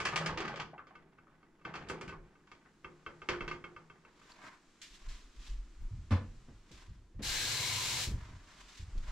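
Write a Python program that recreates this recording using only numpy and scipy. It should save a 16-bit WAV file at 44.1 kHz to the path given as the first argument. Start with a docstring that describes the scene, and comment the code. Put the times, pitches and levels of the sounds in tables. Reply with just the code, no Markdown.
"""A glass baking dish rocks and knocks on a stove as meat is pushed into it, and a metal tray rattles beside
it. Knocks ring the modes of the glass and shake the stove top; the tray chatters in noise and tiny contacts.
The meat slides, pops and squelches and the dish skids; hands are wiped in strokes of noise, and a glass lid
thuds down. After a few soft bumps the tap hisses briefly into the steel sink, as fluttering noise with splash
resonances. A small kitchen, heard from close above the dish."""
import sys
import numpy as np
from scipy import signal
from scipy.fft import rfft, irfft, next_fast_len
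from scipy.io import wavfile

SR = 44100
rng = np.random.default_rng(int(sys.argv[2]) if len(sys.argv) > 2 else 0)


def wav_record(signal):
    """Record a signal, one row per channel, as 16-bit PCM in the file named by sys.argv[1]."""
    frames = np.transpose(np.atleast_2d(signal))
    bounded = np.clip(frames, -1, 1)
    # unit amplitude maps onto the largest positive 16-bit level
    quanta = np.round(bounded * 32767).astype(np.int16)
    wavfile.write(sys.argv[1], SR, quanta)


N = 401751   # length in samples

# How wide the sound spreads at each pitch. Each row: frequency in Hz, side level against the middle in dB.
STEREO_WIDTH = [(60, -28), (250, -16), (1000, -13), (2200, -7), (4500, -5.5), (8000, -.5), (15000, -1)]


def from_db(db):
    """Turn decibels into a gain."""
    return np.exp(np.asarray(db) * (np.log(10) / 20))


def rms_one(x):
    """Scale a signal to rms 1."""
    return x / np.sqrt(np.mean(x ** 2) + 1e-20)


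def level(rows):
    """Gain over time from rows of seconds and dB, silent outside their span."""
    rows = np.array(rows)
    db = np.interp(np.arange(N) / SR, rows[:, 0], rows[:, 1], left=-200, right=-200)
    return from_db(db)


def at_hz(points, hz):
    """Read a table between its rows, on a log-frequency axis."""
    points = np.array(points)
    return np.interp(np.log(hz + 1), np.log(points[:, 0]), points[:, 1])


def noise(spectrum):
    """Coloured stereo noise, wider towards the treble; its middle has rms 1."""
    size = next_fast_len(N)
    hz = np.arange(size // 2 + 1) * SR / size
    white = rng.standard_normal((2, len(hz))) + 1j * rng.standard_normal((2, len(hz)))
    white[1] *= from_db(at_hz(STEREO_WIDTH, hz))
    mid, side = irfft(white * from_db(at_hz(spectrum, hz)), size)[:, :N]
    return np.array([mid + side, mid - side]) / mid.std()


def grains(spectrum, per_s):
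    """Coloured stereo crackle of tiny separate contacts; its middle has rms 1."""
    size = next_fast_len(N)
    hz = np.arange(size // 2 + 1) * SR / size
    happens = rng.random(size) < per_s / SR
    contacts = happens * rng.choice([-1, 1], (2, size)) * rng.uniform(0.66, 1.5, size)
    shaped = rfft(contacts) * from_db(at_hz(spectrum, hz))
    shaped[1] *= from_db(at_hz(STEREO_WIDTH, hz))
    mid, side = irfft(shaped, size)[:, :N]
    return np.array([mid + side, mid - side]) / mid.std()


def flutter(rate, depth_db):
    """A random gain that takes a new value rate times a second; rms 1."""
    points = np.clip(rng.standard_normal(N // 8), -2, 2)
    wander = np.interp(np.arange(N) * rate / SR, np.arange(len(points)), points)
    return rms_one(from_db(depth_db * wander))


def clicks(times, db):
    """One click per blow."""
    out = np.zeros(N)
    spots = np.clip(np.round(np.asarray(times) * SR).astype(int), 0, N - 1)
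    np.add.at(out, spots, from_db(db))
    return out


def dying(blows, t60, rise):
    """Envelope of blows whose energy builds up quickly and dies away by 60 dB in t60 seconds."""
    fall, swelling = from_db(-120 / (t60 * SR)), np.exp(-1 / (rise * SR))
    energy = signal.lfilter([1], [1, -fall], blows ** 2 + 1e-20)
    return np.sqrt(signal.lfilter([1 - swelling], [1, -swelling], energy))


def held(start, end, attack, t60):
    """Envelope that rises at start, holds, and dies away after end."""
    t = np.arange(N) / SR
    rising = 1 - np.exp(-np.maximum(t - start, 0) / attack)
    return rising * from_db(-60 * np.maximum(t - end, 0) / t60)


def swell(peak, rise, fall):
    """Envelope that grows up to its peak and fades again."""
    t = np.arange(N) / SR - peak
    return np.exp(np.maximum(np.minimum(t / rise, -t / fall), -20))


def ring(blows, hz, t60):
    """A unit click sets a dying sine of height 1 ringing."""
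    r, w = from_db(-60 / (t60 * SR)), 2 * np.pi * hz / SR
    return signal.lfilter([0, np.sin(w)], [1, -2 * r * np.cos(w), r * r], blows + 1e-18)


def resonate(x, hz, width):
    """A resonance that favours one pitch, with gain 1 on top."""
    r = np.exp(-np.pi * width / SR)
    feedback = [1, -2 * r * np.cos(2 * np.pi * hz / SR), r * r]
    return signal.lfilter(np.array([1, 0, -1]) * (1 - r * r) / 2, feedback, x)


def struck(times, db, modes, vary_db, spread_db, detune, dulling=0, damping=0):
    """Each blow rings each mode with its own strength, decay and slightly shifted pitch."""
    hz, mode_db, t60 = np.transpose(modes)
    out = np.zeros((2, N + SR))
    t = np.arange(int(min(t60.max(), 1) * SR)) / SR
    # neighbouring modes swing in opposite phase and lean to opposite sides
    sign = (-1) ** np.arange(len(hz))
    lean = sign * from_db(spread_db * np.array([sign, -sign]))
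    for s, blow_db in zip(times, db):
        strength, shift, grip = rng.standard_normal((3, len(hz)))
        fade = from_db(-60 * t / (t60 * np.exp(damping * grip))[:, None])
        # a softer blow stays in contact longer and excites the high modes less
        tilt_db = dulling * (blow_db - np.median(db)) * np.log2(hz / np.median(hz))
        rings = fade * np.sin(2 * np.pi * (hz * (1 + detune * shift))[:, None] * t)
        gains = lean * from_db(blow_db + mode_db + tilt_db + vary_db * strength)
        start = max(round(s * SR), 0)
        out[:, start:start + len(t)] += gains @ rings
    return out[:, :N]


def kitchen(x, wet_db, gap=0.00154):
    """Add the room: a dense stereo tail, built in bands, whose treble dies sooner."""
    # How long the kitchen echoes. Each row: frequency in Hz, time to fall by 60 dB in seconds.
    echo_times = [(150, 0.86), (400, 0.3), (1200, 0.23), (3000, 0.22), (8000, 0.062), (15000, 0.076)]
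    t, tail = np.arange(SR * 3 // 4) / SR, 0
    edges = np.geomspace(110, 16000, 9)
    for low, high in zip(edges, edges[1:]):
        hz = np.sqrt(low * high)
        band = signal.butter(2, [low, high], "band", fs=SR, output="sos")
        mid, side = signal.sosfilt(band, rng.standard_normal((2, len(t))))
        side = side * from_db(min(at_hz(STEREO_WIDTH, hz) + 3, 0)) * [[1], [-1]]
        fade = from_db(-60 * t / at_hz(echo_times, hz))
        tail = tail + rms_one(mid + side) * np.sqrt(high - low) * fade
    tail = tail * (t > gap)   # the first echo comes after a short gap in seconds
    tail = tail / np.sqrt(np.sum(tail ** 2) / 2)
    return x + from_db(wet_db) * signal.fftconvolve(x, tail, axes=1)[:, :N]


def dish_blows(count=5):
    """Times and ring, rattle and thud levels of all knocks: the hand's and the free swings."""
    # The hand knocks the dish about. Each row: time in seconds, glass ring in dB, tray rattle in dB.
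    hand_knocks = [(0.0014, -29, -48.5), (0.052, -47, -41.5), (0.069, -25.5, -52.5), (0.159, -45, -39.5),
                   (0.2603, -29, -44), (0.3745, -32, -48), (0.4036, -35, -51), (0.4517, -38, -60),
                   (0.4785, -32.5, -53.5), (0.5586, -45, -54.5), (0.5985, -32, -50.5), (0.7796, -41, -82),
                   (0.8692, -49, -74), (0.9532, -43, -74.5), (1.1847, -52.5, -93), (1.4286, -54.5, -86),
                   (1.6132, -57, -86), (1.6505, -30.5, -64), (1.739, -35.5, -60), (1.7536, -35, -56),
                   (1.8865, -55, -57), (1.8982, -30.5, -57.5), (2.0109, -39.5, -59), (2.0782, -39.5, -64.5),
                   (2.092, -37.5, -68), (2.1226, -44, -84), (2.354, -53.5, -97), (2.4723, -57, -76),
                   (2.5157, -45.5, -66.5), (2.8449, -33.5, -71.5), (3.0632, -31, -66), (3.2175, -36, -69),
                   (3.2878, -20, -43.5), (3.407, -27.5, -61.5), (3.4784, -31.5, -54.5),
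                   (3.5126, -28.5, -59.5)]
    # Let go, the dish rocks on, ever slower and weaker. Each row: start in seconds, first ring in dB,
    # first gap in seconds, growth of the gap per swing as a factor, loss per swing in dB.
    free_rocking = [(3.6403, -34, 0.1229, 1.105, 4.5)]
    rows, swings = list(hand_knocks), np.arange(count)
    for start, db, gap, growth, loss_db in free_rocking:
        gaps = gap * growth ** swings
        ring_db = db - loss_db * swings
        rattle_db = ring_db - 35   # the tray only rattles faintly while the dish rocks freely
        rows += zip(start + np.cumsum(gaps) - gaps, ring_db, rattle_db)
    times, ring_db, rattle_db = np.transpose(rows)
    # glass and tray both shake the stove: how much of each blow reaches its top
    thud_from_glass_db, thud_from_tray_db = -14, -1.5
    thud = np.hypot(from_db(ring_db + thud_from_glass_db), from_db(rattle_db + thud_from_tray_db))
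    return times, ring_db, rattle_db, 20 * np.log10(thud)


def dish(times, ring_db, thud_db):
    """The dish rocks on the stove: the glass rings, damped by the meat, and the sheet steel below thuds."""
    # Ringing tones of the loaded dish. Each row: frequency in Hz, level in dB, 60 dB decay in seconds.
    glass_modes = [(941, -17.5, 0.23), (1185, -2, 0.07), (1348, -2.5, 0.039), (1433, -11.5, 0.05),
                   (1531, -6.5, 0.076), (2151, -5, 0.074), (2440, -13, 0.025), (2590, -10, 0.028),
                   (2663, -5.5, 0.038), (3180, -13, 0.045)]
    # Ringing tones of the enamel stove top. Each row: frequency in Hz, level in dB, 60 dB decay in seconds.
    stove_modes = [(161.5, -17, 0.46), (356.7, -2, 0.23), (417.3, -6, 0.18), (496, -9.5, 0.2)]
    # Colour of the stove's dull thud. Each row: frequency in Hz, level in dB per Hz.
    panel_colour = [(25, 1.5), (60, 6.5), (110, -0.5), (170, 2.5), (260, -3), (420, 1.5), (600, -6.5),
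                    (1200, -2), (2500, -17), (6000, -68)]
    # A piece flops down and the stove top thuds. Each row: time in seconds, thud in dB.
    meat_flops = [(0.3741, -43), (0.597, -49), (1.898, -39), (2.012, -42), (2.1225, -48.5), (3.2881, -41.5),
                  (3.407, -49)]
    glass = struck(times, ring_db - 7.0, glass_modes, vary_db=1.7, spread_db=1.0, detune=0.005,
                   dulling=0.2, damping=0.15)
    # the dish touches down a second time a few milliseconds later
    rebound_s = rng.uniform(0.0014, 0.0068, len(times))
    glass += struck(times + rebound_s, ring_db - 19, glass_modes, vary_db=1.5, spread_db=-2.0,
                    detune=.06, dulling=0.4)
    times, thud_db = np.hstack([[times, thud_db], np.transpose(meat_flops)])
    stove = struck(times, thud_db - 1.5, stove_modes, vary_db=-1.5, spread_db=1.2, detune=0.031)
    panel = noise(panel_colour) * dying(clicks(times, thud_db - 7.0), t60=0.34, rise=0.0045)
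    contact_hz = 3600   # the blunt contact excites little above this
    blunt = signal.butter(6, contact_hz, fs=SR, output="sos")
    return signal.sosfilt(blunt, glass + stove + 1e-18) + panel


def tray(times, rattle_db):
    """Each knock cracks against the thin tray and sets it chattering in quick uneven contacts."""
    # Colour of the rattle. Each row: frequency in Hz, level in dB per Hz.
    rattle_colour = [(200, -37), (450, -3.5), (800, 1), (1500, 2), (3000, -0.5), (4000, -8), (6500, -8.5),
                     (8500, -17), (11000, -30), (16000, -54)]
    # Resonances of the tray. Each row: frequency in Hz, width in Hz, level in dB.
    tray_resonances = [(1028, 27, 3.5), (1217, 59, -3.5), (1735, 75, -1), (2380, 180, -5.5), (2895, 90, -8),
                       (3260, 74, -2), (4520, 450, -2.5), (5040, 180, -5)]
    # How bright the rattle is above 7 kHz. Each row: time in seconds, treble level in dB.
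    treble_level = [(0, -3.5), (0.26, -1), (0.35, -16), (0.65, -30), (1.6, -38), (1.9, 5), (2.1, -1),
                    (3.2, -25), (4.3, 8)]
    blows = clicks(times, rattle_db + 5.5)
    crack = dying(blows, t60=0.023, rise=0.00036)
    chatter = dying(blows, t60=0.08, rise=0.0043) + from_db(-7) * dying(blows, t60=0.25, rise=0.014)
    scrape = grains(rattle_colour, per_s=700)
    contacts = noise(rattle_colour) * (from_db(1.0) * crack + from_db(-3) * chatter)
    contacts = contacts + from_db(-4.5) * scrape * chatter
    treble = signal.sosfiltfilt(signal.butter(2, 7000, "high", fs=SR, output="sos"), contacts)
    contacts = contacts + (level(treble_level) - 1) * treble
    body = sum(from_db(db) * resonate(contacts, hz, width) for hz, width, db in tray_resonances)
    return contacts + from_db(3.0) * body


def pressure():
    """How hard the meat is rubbed on the glass: a light hold and a few pushes."""
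    # The meat is pressed along the glass. Each row: start in seconds, end in seconds, level in dB.
    push_rows = [(-0.03, 0.597, -45), (1.644, 1.98, -55.5), (3.31, 3.524, -64)]
    attack_s, t60_s = 0.0045, 0.1
    pushes = sum(from_db(db) * held(start, end, attack_s, t60_s) for start, end, db in push_rows)
    # between pushes the fingers only shift it, until they let go
    hold_db, let_go_s = -70.5, 4.4
    return pushes + from_db(hold_db) * held(0, let_go_s, attack_s, t60_s)


def meat_and_skids():
    """Wet pieces stick and slip on the glass; small air pockets pop, larger ones squelch and sink in pitch, and
    the dish skids in short rough bursts."""
    # Colour of the wet slide. Each row: frequency in Hz, level in dB per Hz.
    slide_colour = [(47, -52), (95, -17), (155, 2.5), (259, -14), (410, -7), (539, -13.5), (770, -7.5),
                    (1710, -10), (6810, -40.5), (15600, -81)]
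    # Short rough skids of the dish and wet squelches of the meat. Each row: time in seconds, level in dB, pitch
    # in Hz.
    skid_and_squelch_rows = [(.222, -40, 1230), (0.288, -34, 930), (.605, -37.5, 1200), (0.732, -42, 802),
                             (0.791, -44, 1244), (0.906, -49, 800), (1.269, -59.5, 1280), (1.667, -45, 777),
                             (1.744, -40, 1060), (1.776, -50, 1220), (1.912, -40, 485), (2.124, -43, 1136),
                             (2.652, -55, 1400), (3.333, -34, 1475)]
    slips = grains(slide_colour, per_s=600)
    slide = from_db(-3.5) * noise(slide_colour) + from_db(-3.0) * slips
    slide = slide * flutter(rate=70, depth_db=4.5)

    pops, pops_per_s, cycles = 0, 6, 28   # pops per second at each pitch; cycles until 60 dB down
    for hz in np.geomspace(350, 2800, 18):
        born = rng.random(N) < pops_per_s / SR
        sizes = np.zeros(N)
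        sizes[born] = rng.standard_normal(born.sum())
        pops = pops + ring(sizes, hz, cycles / hz)
    pops = signal.sosfilt(signal.butter(2, 3500, fs=SR, output="sos"), pops)   # the flesh muffles them

    # the pitch wavers by this many Hz, and sinks by this share over this time
    waver_hz, sag, sag_s = 140, 0.05, 0.067
    skids_and_squelches, t = 0, np.arange(N) / SR
    sticking = flutter(rate=300, depth_db=5)
    for s, db, hz in skid_and_squelch_rows:
        pitch = hz * (1 - sag * (np.clip((t - s) / sag_s, 0, 1) - .5))
        waver = np.interp(t, np.arange(N // 100) * 100 / SR, rng.standard_normal(N // 100))
        pocket = np.sin(2 * np.pi * np.cumsum(pitch + waver_hz * waver) / SR)
        wet = from_db(-3) * rms_one(resonate(slips, hz, hz / 2))
        skids_and_squelches = skids_and_squelches + (sticking * pocket + wet) * dying(clicks([s], [db]), t60=0.11, rise=0.0032)
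    rubbing = from_db(-2.0) * slide + from_db(-8.0) * rms_one(pops)
    return pressure() * rubbing + from_db(-4.5) * skids_and_squelches


def background():
    """The quiet kitchen: low room tone and a faint hiss of noise, and a thin electronic whine from a sine."""
    # Colour of the room tone. Each row: frequency in Hz, level in dB per Hz.
    room_colour = [(20, 10), (100, -2.5), (200, 3), (340, 4.5), (520, -10), (1200, -16.5), (2200, -26),
                   (4000, -36.5), (16000, -44)]
    # The faint hiss comes and goes. Each row: time in seconds, level in dB.
    hiss_level = [(0, -88.5), (2.2, -80.5), (3.2, -73.5), (4.03, -77), (4.25, -78), (4.7, -71), (6.4, -70),
                  (7.1, -79), (9.1, -64.5)]
    # colour of the hiss: frequency in Hz, level in dB per Hz
    hiss_colour = [(300, -1.5), (1200, 9.5), (3000, 3), (7500, -1.0), (9000, -10), (16000, -35)]
    hiss = level(hiss_level) * noise(hiss_colour)
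    whine_hz = 10250
    whine = from_db(-99.5) * np.sin(2 * np.pi * whine_hz * np.arange(N) / SR)
    return from_db(-68.5) * noise(room_colour) + hiss + whine


def bumps():
    """Steps and bumps reach the microphone as low thuds; moving air rumbles below them."""
    # Soft bumps and steps. Each row: time in seconds, boom in dB, knock in dB.
    bump_rows = [(0.285, -42.5, -56), (1.805, -56, -52), (2.074, -50.5, -48.5), (5.909, -37, -84),
                 (5.96, -42, -68), (6.485, -52, -50.5), (6.709, -55, -53), (6.876, -42.5, -80),
                 (7.143, -40, -62.5), (7.192, -44, -41.5), (8.072, -30.5, -44.5), (8.109, -36, -44),
                 (8.289, -42, -55), (8.793, -41, -70), (8.95, -46.5, -52.5)]
    # Colour of the low boom. Each row: frequency in Hz, level in dB per Hz.
    boom_colour = [(20, -2), (60, 8.5), (110, 3.5), (180, -11.5), (300, -29), (800, -100)]
    # Colour of the knock. 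Each row: frequency in Hz, level in dB per Hz.
    knock_colour = [(80, -4), (220, 0.5), (500, -13.5), (900, -23.5), (2500, -31.5), (16000, -74)]
    # Low rumbling swells: mostly puffs of air, the first two the low shudder of a landing piece and of the
    # shaking dish. Each row: loudest moment in seconds, level in dB.
    puff_rows = [(2.18, -48), (3.46, -42), (5.081, -35), (5.38, -45), (5.527, -36.5), (5.588, -44.5),
                 (5.825, -31), (6.3, -43), (7.29, -38), (8.977, -33.5), (9.091, -38)]
    times, boom_db, knock_db = np.transpose(bump_rows)
    booms = noise(boom_colour) * dying(clicks(times, boom_db), t60=0.39, rise=0.018)
    knocks = noise(knock_colour) * dying(clicks(times, knock_db), t60=0.26, rise=0.0018)
    rise_s, fade_s = 0.022, 0.046
    puffs = sum(from_db(db) * swell(s, rise_s, fade_s) for s, db in puff_rows)
    # later the air keeps stirring between the puffs
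    draught_from_s, draught_db = 4.88, -61.5
    draught = from_db(draught_db) * held(draught_from_s, N / SR, rise_s, 1)
    # colour of the low rumble: frequency in Hz, level in dB per Hz
    air_colour = [(8, -15.5), (25, -4.0), (45, -3.0), (80, -35.5), (200, -39), (600, -83)]
    air = (puffs + draught) * noise(air_colour)
    return booms + knocks + air


def hands():
    """Skin and cloth rub in short fine-grained strokes; something small and hard ticks once."""
    # Strokes of hands and cloth. Each row: loudest moment in seconds, swell time in seconds,
    # dull shuffle in dB, bright rub in dB.
    stroke_rows = [(4.31, 0.12, -55.5, -66), (4.468, 0.06, -43, -63.5), (4.95, 0.081, -79, -65),
                   (5.12, 0.1, -56, -65.5), (5.476, 0.066, -58, -58), (6.809, 0.11, -57, -67),
                   (8.24, 0.24, -53, -68.5), (8.5, 0.085, -57.5, -67.5), (8.605, 0.063, -54.5, -63),
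                   (8.7, 0.075, -56.5, -61), (8.786, 0.049, -75, -59), (9.04, 0.025, -58, -67.5),
                   (9.1, 0.038, -46.5, -59.5)]
    # Short flicks and ticks of the fingers. Each row: time in seconds, level in dB, 60 dB decay in seconds.
    flick_rows = [(4.816, -49.5, 0.27), (5.086, -60, 0.58), (6.714, -60, 0.3), (8.978, -58, 0.061)]
    # Colour of the dull shuffle. Each row: frequency in Hz, level in dB per Hz.
    shuffle_colour = [(300, -3), (620, -5), (980, 6.5), (1270, 4), (1750, 3.5), (2500, -3.5), (6000, -41)]
    # Colour of the bright rub. Each row: frequency in Hz, level in dB per Hz.
    rub_colour = [(700, -30), (1800, -5), (3500, -2), (7500, -9.5), (9000, -20), (13000, -29.5),
                  (16000, -60)]
    # Short ring of the hard tick. Each row: frequency in Hz, level in dB, 60 dB decay in seconds.
    tick_modes = [(2600, -9, 0.014), (4150, -3, 0.014), (4600, 0, 0.016)]
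    fade_share = 0.83   # a stroke's fade time as a share of its swell time
    shapes = np.array([swell(s, rise, fade_share * rise) for s, rise, _, _ in stroke_rows])
    dull, bright = np.sqrt(from_db(np.transpose(stroke_rows)[2:]) ** 2 @ shapes ** 2)
    flicks = sum(dying(clicks([s], [db]), t60, rise=0.00039) for s, db, t60 in flick_rows)
    crackle = grains(shuffle_colour, per_s=1000)
    catching = flutter(rate=90, depth_db=2.2)
    shuffles = from_db(-10.5) * dull * catching * kitchen(crackle, wet_db=-2.5)
    rubs = (from_db(2.0) * bright * catching + flicks) * noise(rub_colour)
    # one small hard tick as the hand leaves
    tick_s, tick_db = 4.319, -49
    tick = struck([tick_s], np.array([tick_db]), tick_modes, vary_db=0, spread_db=0, detune=0)
    return shuffles + rubs + kitchen(tick, wet_db=-12)


def lid():
    """The heavy glass lid booms on the stove top and settles, with dull scuffs of its rim."""
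    # The lid lands and settles. Each row: time in seconds, boom in dB, scuff in dB.
    lid_blows = [(6.107, -25, -39), (6.116, -22, -37.5), (6.1268, -20, -46.5), (6.149, -36, -49),
                 (6.165, -26, -50), (6.212, -33, -58), (6.2449, -44, -72)]
    # Ringing tones of lid and stove together. Each row: frequency in Hz, level in dB, 60 dB decay in seconds.
    lid_modes = [(91, 5, 0.31), (132, -6, 0.26), (217, 0, 0.23), (300, -15, 0.25), (503, -15, 0.19),
                 (770, -31, 0.19), (1021, -22, 0.26), (1470, -21, 0.12), (1745, -25, 0.28)]
    # Colour of the rim's scuff. Each row: frequency in Hz, level in dB per Hz.
    scuff_colour = [(180, -4.5), (300, -5), (388, -17.5), (486, -5.5), (681, -12.5), (1030, -8),
                    (1500, -12), (5170, -26.5), (14000, -57)]
    times, boom_db, scuff_db = np.transpose(lid_blows)
    boom = struck(times, boom_db - 9.0, lid_modes, vary_db=0.7, spread_db=0, detune=0)
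    scuff = noise(scuff_colour) * dying(clicks(times, scuff_db), t60=0.16, rise=0.0011)
    return boom + kitchen(scuff, wet_db=-5.5)


def tap():
    """An aerated jet hisses as fluttering noise, its splash resonates, and the steel basin drums low."""
    # Colour of the jet. Each row: frequency in Hz, level in dB per Hz.
    jet_colour = [(200, -15.5), (800, -10.5), (1400, -10), (2100, -4), (5000, -4), (7700, -6.5),
                  (8800, -14), (12300, -18.5), (15500, -26)]
    # Splash resonances that swell and fade. Each row: frequency in Hz, width in Hz, level against the flow
    # in dB, loudest moment in seconds, spread in seconds.
    splash_rows = [(980, 180, -15, 7.8, 0.2), (1650, 240, -11.5, 7.34, 0.19),
                   (2176, 150, -10.5, 7.68, 0.19), (3980, 730, -5.5, 7.56, 0.43)]
    # Colour of the drumming basin. Each row: frequency in Hz, level in dB per Hz.
    sink_colour = [(30, -36), (105, -1), (135, -5.5), (200, -25), (400, -21.5), (1000, -91)]
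    t = np.arange(N) / SR
    water = noise(jet_colour) * flutter(rate=910, depth_db=1.0) * from_db(-1.5)
    spray = noise(jet_colour)
    for hz, width, db, centre, spread in splash_rows:
        tone = rms_one(resonate(resonate(spray, hz, width), hz, width))
        water = water + from_db(db) * np.exp(-((t - centre) / spread) ** 2 / 2) * tone
    # the basin wall throws the middle of the hiss to the left
    water = water + 0.27 * resonate(water, hz=2040, width=3000) * np.array([[1], [-1]])
    # the tap runs at a steady flow between opening and closing
    open_s, close_s, flow_db = 7.219, 8.04, -37.5
    flow = from_db(flow_db) * held(open_s, close_s, attack=0.026, t60=0.25)
    return flow * (kitchen(water, wet_db=-9.5) + from_db(-11.0) * noise(sink_colour))


def scene():
    """All sounds together; the dish sits slightly to the right, below the microphone."""
    times, ring_db, rattle_db, thud_db = dish_blows()
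    cooking = dish(times, ring_db, thud_db) + tray(times, rattle_db) + meat_and_skids()
    left, right = kitchen(cooking, wet_db=-9.0) * from_db(0.28 * np.array([[-1], [1]]))
    dish_lag_s = 0.000042   # the dish is heard this much later on the left
    left = np.pad(left, (round(dish_lag_s * SR), 0))[:N]
    return np.array([left, right]) + lid() + bumps() + hands() + tap() + background()


def record(dry):
    """The top is cut steeply."""
    cutoff_hz = 15750
    return signal.sosfilt(signal.ellip(12, .1, 80, cutoff_hz, fs=SR, output="sos"), dry)


dry = scene()
out = record(dry)
wav_record(out)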